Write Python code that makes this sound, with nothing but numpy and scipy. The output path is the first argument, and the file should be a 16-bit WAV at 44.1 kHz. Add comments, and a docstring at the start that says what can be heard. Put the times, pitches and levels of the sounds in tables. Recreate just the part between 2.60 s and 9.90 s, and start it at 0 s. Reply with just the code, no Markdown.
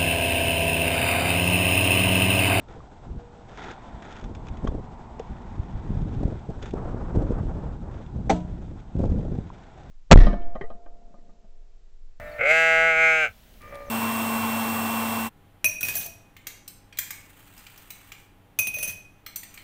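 """Wind buffets a body-worn microphone as a rider settles on a parked motorcycle outdoors.
Turbulent pressure at the port makes the wind's sound: large eddies rumble and slap, small ones flutter.
The side stand snaps up, and its impact sets the frame and tank ringing in their natural modes.
Friction makes the jacket rustle, its fittings tick, and soft contacts knock on the camera housing.
Behind them lie a distant outdoor wash, a hollow drone and one faint hoot."""
import sys
import numpy as np
from scipy import signal
from scipy.fft import rfft, irfft
from scipy.io import wavfile

SR = 44100
rng = np.random.default_rng(int(sys.argv[2]) if len(sys.argv) > 2 else 0)


def wav_out(sig):
    """Save sig, one row per channel (or a flat mono array), as 16-bit PCM at SR to the path in sys.argv[1]."""
    wavfile.write(sys.argv[1], SR, np.round(np.clip(np.atleast_2d(sig).T, -1, 1) * 32767).astype(np.int16))


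N = 321930
TIME = np.arange(N) / SR

# spectra of the outdoor wash and the hollow drone: frequency_hz, relative_db
WASH_SPECTRUM = [(30, 12.5), (120, 3), (260, -2.5), (400, 0), (540, -2.5), (800, 2.5), (1000, -4),
                 (1150, -9.5), (1400, -8.5), (1900, -17.5), (2800, -21.5), (3600, -21), (4300, -27.5),
                 (8000, -31)]
DRONE_SPECTRUM = [(140, -17), (230, 9.5), (330, -18.5), (400, -4.5), (530, -11.5), (700, -2.5), (810, -1.5),
                  (900, 0), (1020, -3.5), (1200, -11.5), (1550, -28.5), (1900, -20), (2600, -29.5),
                  (4000, -46)]
# slow rise and fall of the wash: time_s, level_db
WASH_LEVELS = [(0, -48.5), (.7, -48), (1, -45.5), (2.2, -47.5), (2.8, -48.5), (4.2, -46), (5.5, -49.5),
               (6.6, -51), (7.3, -48.5)]
# swells of the drone and of the far hoot: start_s, length_s, level_db
DRONE_SWELLS = [(.85, 0.58, -48.5), (1.6, 1.52, -48)]
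HOOT_SWELLS = [(.53, 0.25, -50.5)]

# spectra of soft swishing and crisp scratching on the jacket: frequency_hz, relative_db
SWISH_SPECTRUM = [(100, -3), (420, 4), (540, -8), (780, 3.5), (1000, -2.5), (1150, -8.5), (1380, 2),
                  (1620, -5), (1900, -4), (2400, -12.5), (2950, -19.5), (3530, -10), (4200, -21.5),
                  (8000, -34)]
CRISP_SPECTRUM = [(400, -20.5), (1450, 12), (2000, 3), (2400, 8.5), (2850, 4), (3220, 4.5), (3600, 4.5),
                  (4300, -8), (5400, -3), (6000, -4), (6800, -2), (8000, -16.5)]
# strokes of sliding cloth: start_s, length_s, swish_db, grain_db
CLOTH_STROKES = [(.08, 0.061, -53, -63), (.88, 0.097, -54, -58.5), (.972, 0.14, -40, -52.5),
                 (1.1, 0.35, -54, -84), (1.42, 0.18, -47.5, -57.5), (1.84, 0.24, -59.5, -74),
                 (2.62, 0.69, -57, -67), (3.3, 0.49, -57, -66), (4.018, 0.046, -48, -51.5),
                 (4.5, 0.46, -74, -75), (5.31, .12, -59, -62), (5.8, 0.31, -64, -67.5),
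                 (6.18, 0.02, -59, -67), (6.36, 0.16, -72, -64), (6.5, 1, -60, -68)]
# ticks of the jacket's small fittings: start_s, strength_db
FITTING_TICKS = [(.974, -38), (1.423, -39), (1.45, -41), (1.525, -36.5), (1.558, -44), (1.586, -43),
                 (1.612, -40.5), (1.641, -36.5), (1.75, -35.5), (1.869, -39.5), (1.885, -37.5),
                 (1.971, -40.5), (2.049, -43), (2.075, -32.5), (2.595, -34.5), (4.027, -31), (4.058, -34.5),
                 (4.108, -38.5), (5.463, -47.5)]
# modes of a fitting: pitch_hz, relative_db, t60_s
FITTING_MODES = [(1480, -1.5, 0.028), (2690, -11.5, 0.0092), (3465, 4.5, 0.12), (5020, -9, 0.008)]
# dull knocks on the housing: start_s, level_db, pitch_hz, t60_s
HOUSING_KNOCKS = [(.204, -35, 1150, .02), (2.072, -34, 3220, .025), (2.073, -29, 1610, .018),
                  (2.0735, -24.5, 670, .023), (2.074, -22, 1120, .028), (2.598, -21, 457, .043),
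                  (2.599, -31, 770, .058), (6.902, -25.5, 980, .014)]

# the side stand hits its stop and chatters: start_s, ring_db, crack_db
STAND_BLOWS = [(5.696, -4, -24), (5.6998, -2, -17), (5.7049, 0, -28), (5.763, -36, -49)]
# modes of stand, frame and tank: pitch_hz, relative_db, t60_s
FRAME_MODES = [(177, -24.5, 0.73), (253, -26, 0.23), (310, -22.5, 0.32), (442, -23.5, 0.15), (484, -40, .5),
               (550, -36, 0.056), (625, -35.5, 0.59), (660, -13, 0.1), (711, -20.5, 0.42),
               (766, -10, 0.035), (890, -14.5, 0.08), (977, -44.5, 0.53), (1298, -31.5, 0.16),
               (1440, -26.5, 0.077), (1977, -24, 0.049), (2070, -32, 0.083), (2280, -21.5, 0.045),
               (3010, -45, 0.17), (3690, -46, .07), (4320, -40.5, 0.11), (5950, -26.5, 0.049),
               (6300, -42, 0.036)]
# spectrum of the crack of contact: frequency_hz, relative_db
CRACK_SPECTRUM = [(150, -21.5), (600, 10.5), (900, 2.5), (1200, -8.5), (2300, -11), (2800, -12),
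                  (3600, -11.5), (4600, -19), (5500, -21), (6100, -15), (7000, -19.5), (8000, -18)]

# spectra of large eddies, small eddies and smooth flow: frequency_hz, relative_db
RUMBLE_SPECTRUM = [(8, -20.5), (25, 1.5), (50, 0.5), (100, -3), (190, -8), (260, -13), (400, -20.5),
                   (800, -73.5)]
FLUTTER_SPECTRUM = [(90, -31), (200, -3), (320, -4.5), (500, -6), (750, -16.5), (1100, -29.5), (1800, -45),
                    (4000, -49), (8000, -52)]
RUSH_SPECTRUM = [(200, 4.5), (500, 4.5), (900, 0), (1400, -8), (2000, -19.5), (3500, -36), (8000, -39)]
# the breeze between gusts: time_s, strength_db
BREEZE_LEVELS = [(0, -46.5), (1.55, -50), (1.85, -33.5), (2.55, -44), (3.2, -33), (3.6, -27), (3.85, -39.5),
                 (4.25, -31), (4.8, -27), (5.45, -36), (6.13, -32), (6.25, -44), (6.5, -24), (6.87, -35.5),
                 (7.1, -53.5), (7.3, -41)]
# gusts on top of the breeze: start_s, length_s, large_eddy_db, small_eddy_db
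WIND_GUSTS = [(.07, 0.134, -55, -45), (.46, 0.11, -33, -54), (1.31, 0.072, -42.5, -57),
              (1.62, .11, -34.5, -45.5), (2.02, 0.17, -31, -35), (2.69, 0.031, -31, -40),
              (2.97, 0.031, -32, -55), (3.28, 0.068, -32, -48), (3.35, .11, -27.5, -53),
              (3.6, 0.13, -32, -33.5), (3.88, 0.027, -32, -35), (3.95, 0.029, -38, -38.5),
              (4.02, 0.036, -39, -40), (4.125, 0.018, -31, -30.5), (4.53, .12, -23.5, -31),
              (4.69, 0.027, -30, -28.5), (5.53, 0.21, -30, -42), (6.345, 0.051, -25.5, -36),
              (6.395, .06, -21.5, -25.5), (6.46, 0.12, -22.5, -33.5), (6.58, .2, -30.5, -37)]
# smooth rushes of air across the port: start_s, length_s, level_db
AIR_RUSHES = [(4.14, .66, -40), (4.86, 0.26, -42.5), (5.22, 0.17, -45)]
# the largest eddies that slap the port: time_s, strength_db, swing_hz
LARGEST_EDDIES = [(0.577, -22.5, 70), (1.347, -30, 90), (1.91, -21, 70), (2.049, -18, 334),
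                  (2.088, -17.5, 75), (2.998, -15.5, 90), (3.153, -18.5, 69), (3.304, -14.5, 190),
                  (3.373, -14.5, 110), (3.611, -17.5, 300), (3.654, -9.5, 130), (3.894, -20, 220),
                  (4.138, -14.5, 290), (4.344, -19, 345), (4.572, -7.5, 204), (4.706, -12, 300),
                  (5.56, -16.5, 128), (6.353, -15, 190), (6.402, -10, 278), (6.439, -13, 444),
                  (6.723, -15.5, 220), (6.786, -14, 196)]


def amp(db):
    """Converts decibels to an amplitude ratio."""
    return 10 ** (np.asarray(db) / 20)


def unit(x):
    """Normalises to rms 1."""
    return x / np.sqrt(np.mean(x ** 2) + 1e-20)


def fade(t, t60):
    """Exponential decay: 60 dB in t60 seconds."""
    return np.exp(-np.log(1000) * t / t60)


def mode(t, hz, t60):
    """Free vibration of a damped oscillator: a decaying sinusoid."""
    return np.sin(2 * np.pi * hz * t) * fade(t, t60)


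def contour(rows):
    """Gain curve interpolated in decibels between (time_s, level_db) points."""
    return amp(np.interp(TIME, *np.transpose(rows)))


def swells(rows, attack_s, t60_s):
    """One envelope per dB column: events rise, hold and decay, and add in power."""
    power = 0
    for start, length, *dbs in rows:
        rise = np.clip((TIME - start) / attack_s, 0, 1)
        decay = fade(np.clip(TIME - start - length, 0, 2 * t60_s), t60_s)
        power = power + np.outer(amp(dbs), rise * decay) ** 2
    return np.sqrt(power)


def add(mix, start_s, sound):
    """Superposes a sound on the mix from start_s."""
    part = mix[round(start_s * SR):][:len(sound)]
    part += sound[:len(part)]


def colour(x, spectrum):
    """Spectral shaping by a (frequency_hz, relative_db) curve, to rms 1."""
    hz, db = np.transpose(spectrum)
    bins = np.fft.rfftfreq(N, 1 / SR)
    response = amp(np.interp(np.log(bins + 1), np.log(hz), db))
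    return unit(irfft(rfft(x) * response, N))


def noise(spectrum):
    """Gaussian noise of the given spectrum, at rms 1."""
    return colour(rng.standard_normal(N), spectrum)


def flicker(rate_hz, depth_db):
    """Random amplitude modulation: a gain of rms 1 whose fluctuations roll off above rate_hz."""
    ratio = np.fft.rfftfreq(N, 1 / SR) / rate_hz
    drift = unit(irfft(rfft(rng.standard_normal(N)) * ratio ** .5 * np.exp(-ratio ** 2), N))
    return unit(amp(depth_db * np.clip(drift, -2, 2)))


def outdoors():
    """Ambient noise floor: a distant wash and drone, a far hoot, and the microphone's white hiss."""
    drone_level, = swells(DRONE_SWELLS, attack_s=.33, t60_s=5.2)
    hoot_level, = swells(HOOT_SWELLS, attack_s=.05, t60_s=.5)
    hoot_hz, hiss_db = 478, -71
    wash = contour(WASH_LEVELS) * noise(WASH_SPECTRUM) * flicker(rate_hz=16, depth_db=1.6)
    drone = drone_level * noise(DRONE_SPECTRUM)
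    hoot = hoot_level * np.sin(2 * np.pi * hoot_hz * TIME) * flicker(rate_hz=12, depth_db=2)
    return wash + drone + hoot + amp(hiss_db) * rng.standard_normal(N)


def jacket():
    """Sliding friction: cloth swishes, and its fibres catch in tiny random impulses."""
    soft, crisp = swells(CLOTH_STROKES, attack_s=.0047, t60_s=.17)
    catches_per_s = 900
    catches = rng.standard_normal(N) * (rng.random(N) < catches_per_s / SR)
    swish = soft * noise(SWISH_SPECTRUM) * flicker(rate_hz=230, depth_db=2.1)
    grain = crisp * colour(catches, CRISP_SPECTRUM) * flicker(rate_hz=40, depth_db=4)
    return swish + grain


def fittings():
    """Impact excitation: each contact gives a dry scratch and briefly rings a fitting's modes."""
    scratch, rings, t = np.zeros(N), np.zeros(N), np.arange(SR // 10) / SR
    ring = sum(amp(db) * mode(t, hz, t60) for hz, db, t60 in FITTING_MODES)
    faint_per_s, faint_strength_db = 1.2, -55.5
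    faint = [(start, faint_strength_db) for start in TIME[rng.random(N) < faint_per_s / SR]]
    for start, db in FITTING_TICKS + faint:
        add(scratch, start, amp(db) * fade(t, t60=.037))
        add(rings, start, amp(db) * ring)
    return amp(-7) * scratch * noise(CRISP_SPECTRUM) + amp(-25.5) * rings


def knocks():
    """Heavily damped resonance: soft contacts ring the plastic housing for a moment."""
    out, t = np.zeros(N), np.arange(SR // 10) / SR
    onset = 1 - fade(t, t60=.0069)
    for start, db, hz, t60 in HOUSING_KNOCKS:
        add(out, start, amp(db) * mode(t, hz, t60) * onset)
    return out


def side_stand():
    """Modal vibration: each blow of steel on steel cracks, rings the frame and leaves a short rattle."""
    ring, crack, t = np.zeros(N), np.zeros(N), np.arange(SR) / SR
    contact = 1 - fade(t, t60=.0011)  # the force takes a moment to build
    crack_and_rattle = fade(t, t60=.043) + amp(-15.5) * fade(t, t60=.28)
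    for start, ring_db, crack_db in STAND_BLOWS:
        for k, (hz, db, t60) in enumerate(FRAME_MODES):
            drive_db = ring_db if hz < 1400 else crack_db + 16.5  # high modes need a hard blow
            add(ring, start, (-1) ** k * amp(db + drive_db) * mode(t, hz, t60) * contact)
        add(crack, start, amp(crack_db) * contact * crack_and_rattle)
    return ring + amp(-1) * crack * noise(CRACK_SPECTRUM)


def eddy_strengths():
    """Turbulence grows with the breeze, small eddies faster than large; gusts add in power."""
    stiff_breeze_db, growth_db_per_db = -26.5, 1.55
    breeze = contour(BREEZE_LEVELS)
    breeze_small = amp(-39.5) * (breeze / amp(stiff_breeze_db)) ** growth_db_per_db
    gust_large, gust_small = swells(WIND_GUSTS, attack_s=.012, t60_s=.11)
    return np.hypot(breeze, gust_large), np.hypot(breeze_small, gust_small)


def buffets(strength):
    """Each passing eddy is a pressure pulse, suction then push; lesser, random ones scale with the wind."""
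    out, t = np.zeros(N), np.arange(-.03, .03, 1 / SR)
    eddies_per_s, low_hz, high_hz = 22, 75, 260
    chance, spread = rng.random((2, N))
    lesser = [(TIME[i], 20 * np.log10(strength[i]) + 1, low_hz * (high_hz / low_hz) ** spread[i])
              for i in np.flatnonzero(chance < eddies_per_s / SR)]
    for time_s, db, hz in LARGEST_EDDIES + lesser:
        phase = 2 * np.pi * hz * t
        add(out, max(time_s + t[0] + .002, 0), amp(db) * phase / np.cosh(phase))
    return out


def wind(large, small):
    """Flow noise at the port: large eddies rumble, small ones flutter in bursts, smooth flow rushes."""
    flow, = swells(AIR_RUSHES, attack_s=.021, t60_s=.22)
    turbulence = flicker(rate_hz=47, depth_db=1.5)  # shared by large and small eddies
    rumble = amp(-1.5) * large * noise(RUMBLE_SPECTRUM)
    flutter = amp(-2.5) * small * noise(FLUTTER_SPECTRUM) * flicker(rate_hz=53.6, depth_db=5)
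    rush = flow * noise(RUSH_SPECTRUM) * flicker(rate_hz=19, depth_db=2)
    return turbulence * (rumble + flutter) + rush


def scene():
    """Superposition: the pressures of all sources add at one microphone."""
    large, small = eddy_strengths()
    air = wind(large, small) + buffets(large)
    return (air + outdoors() + jacket() + fittings() + knocks() + side_stand())[None]


def record(dry):
    """Soft saturation rounds the loudest peaks; a steep low-pass filter then limits the bandwidth."""
    ceiling, cutoff_hz = .5, 8150
    saturated = ceiling * np.tanh(dry / ceiling)
    low_pass = signal.firwin(601, cutoff_hz, window=("kaiser", 8), fs=SR)
    return signal.oaconvolve(saturated, low_pass[None], "same")


dry = scene()
out = record(dry)
wav_out(out)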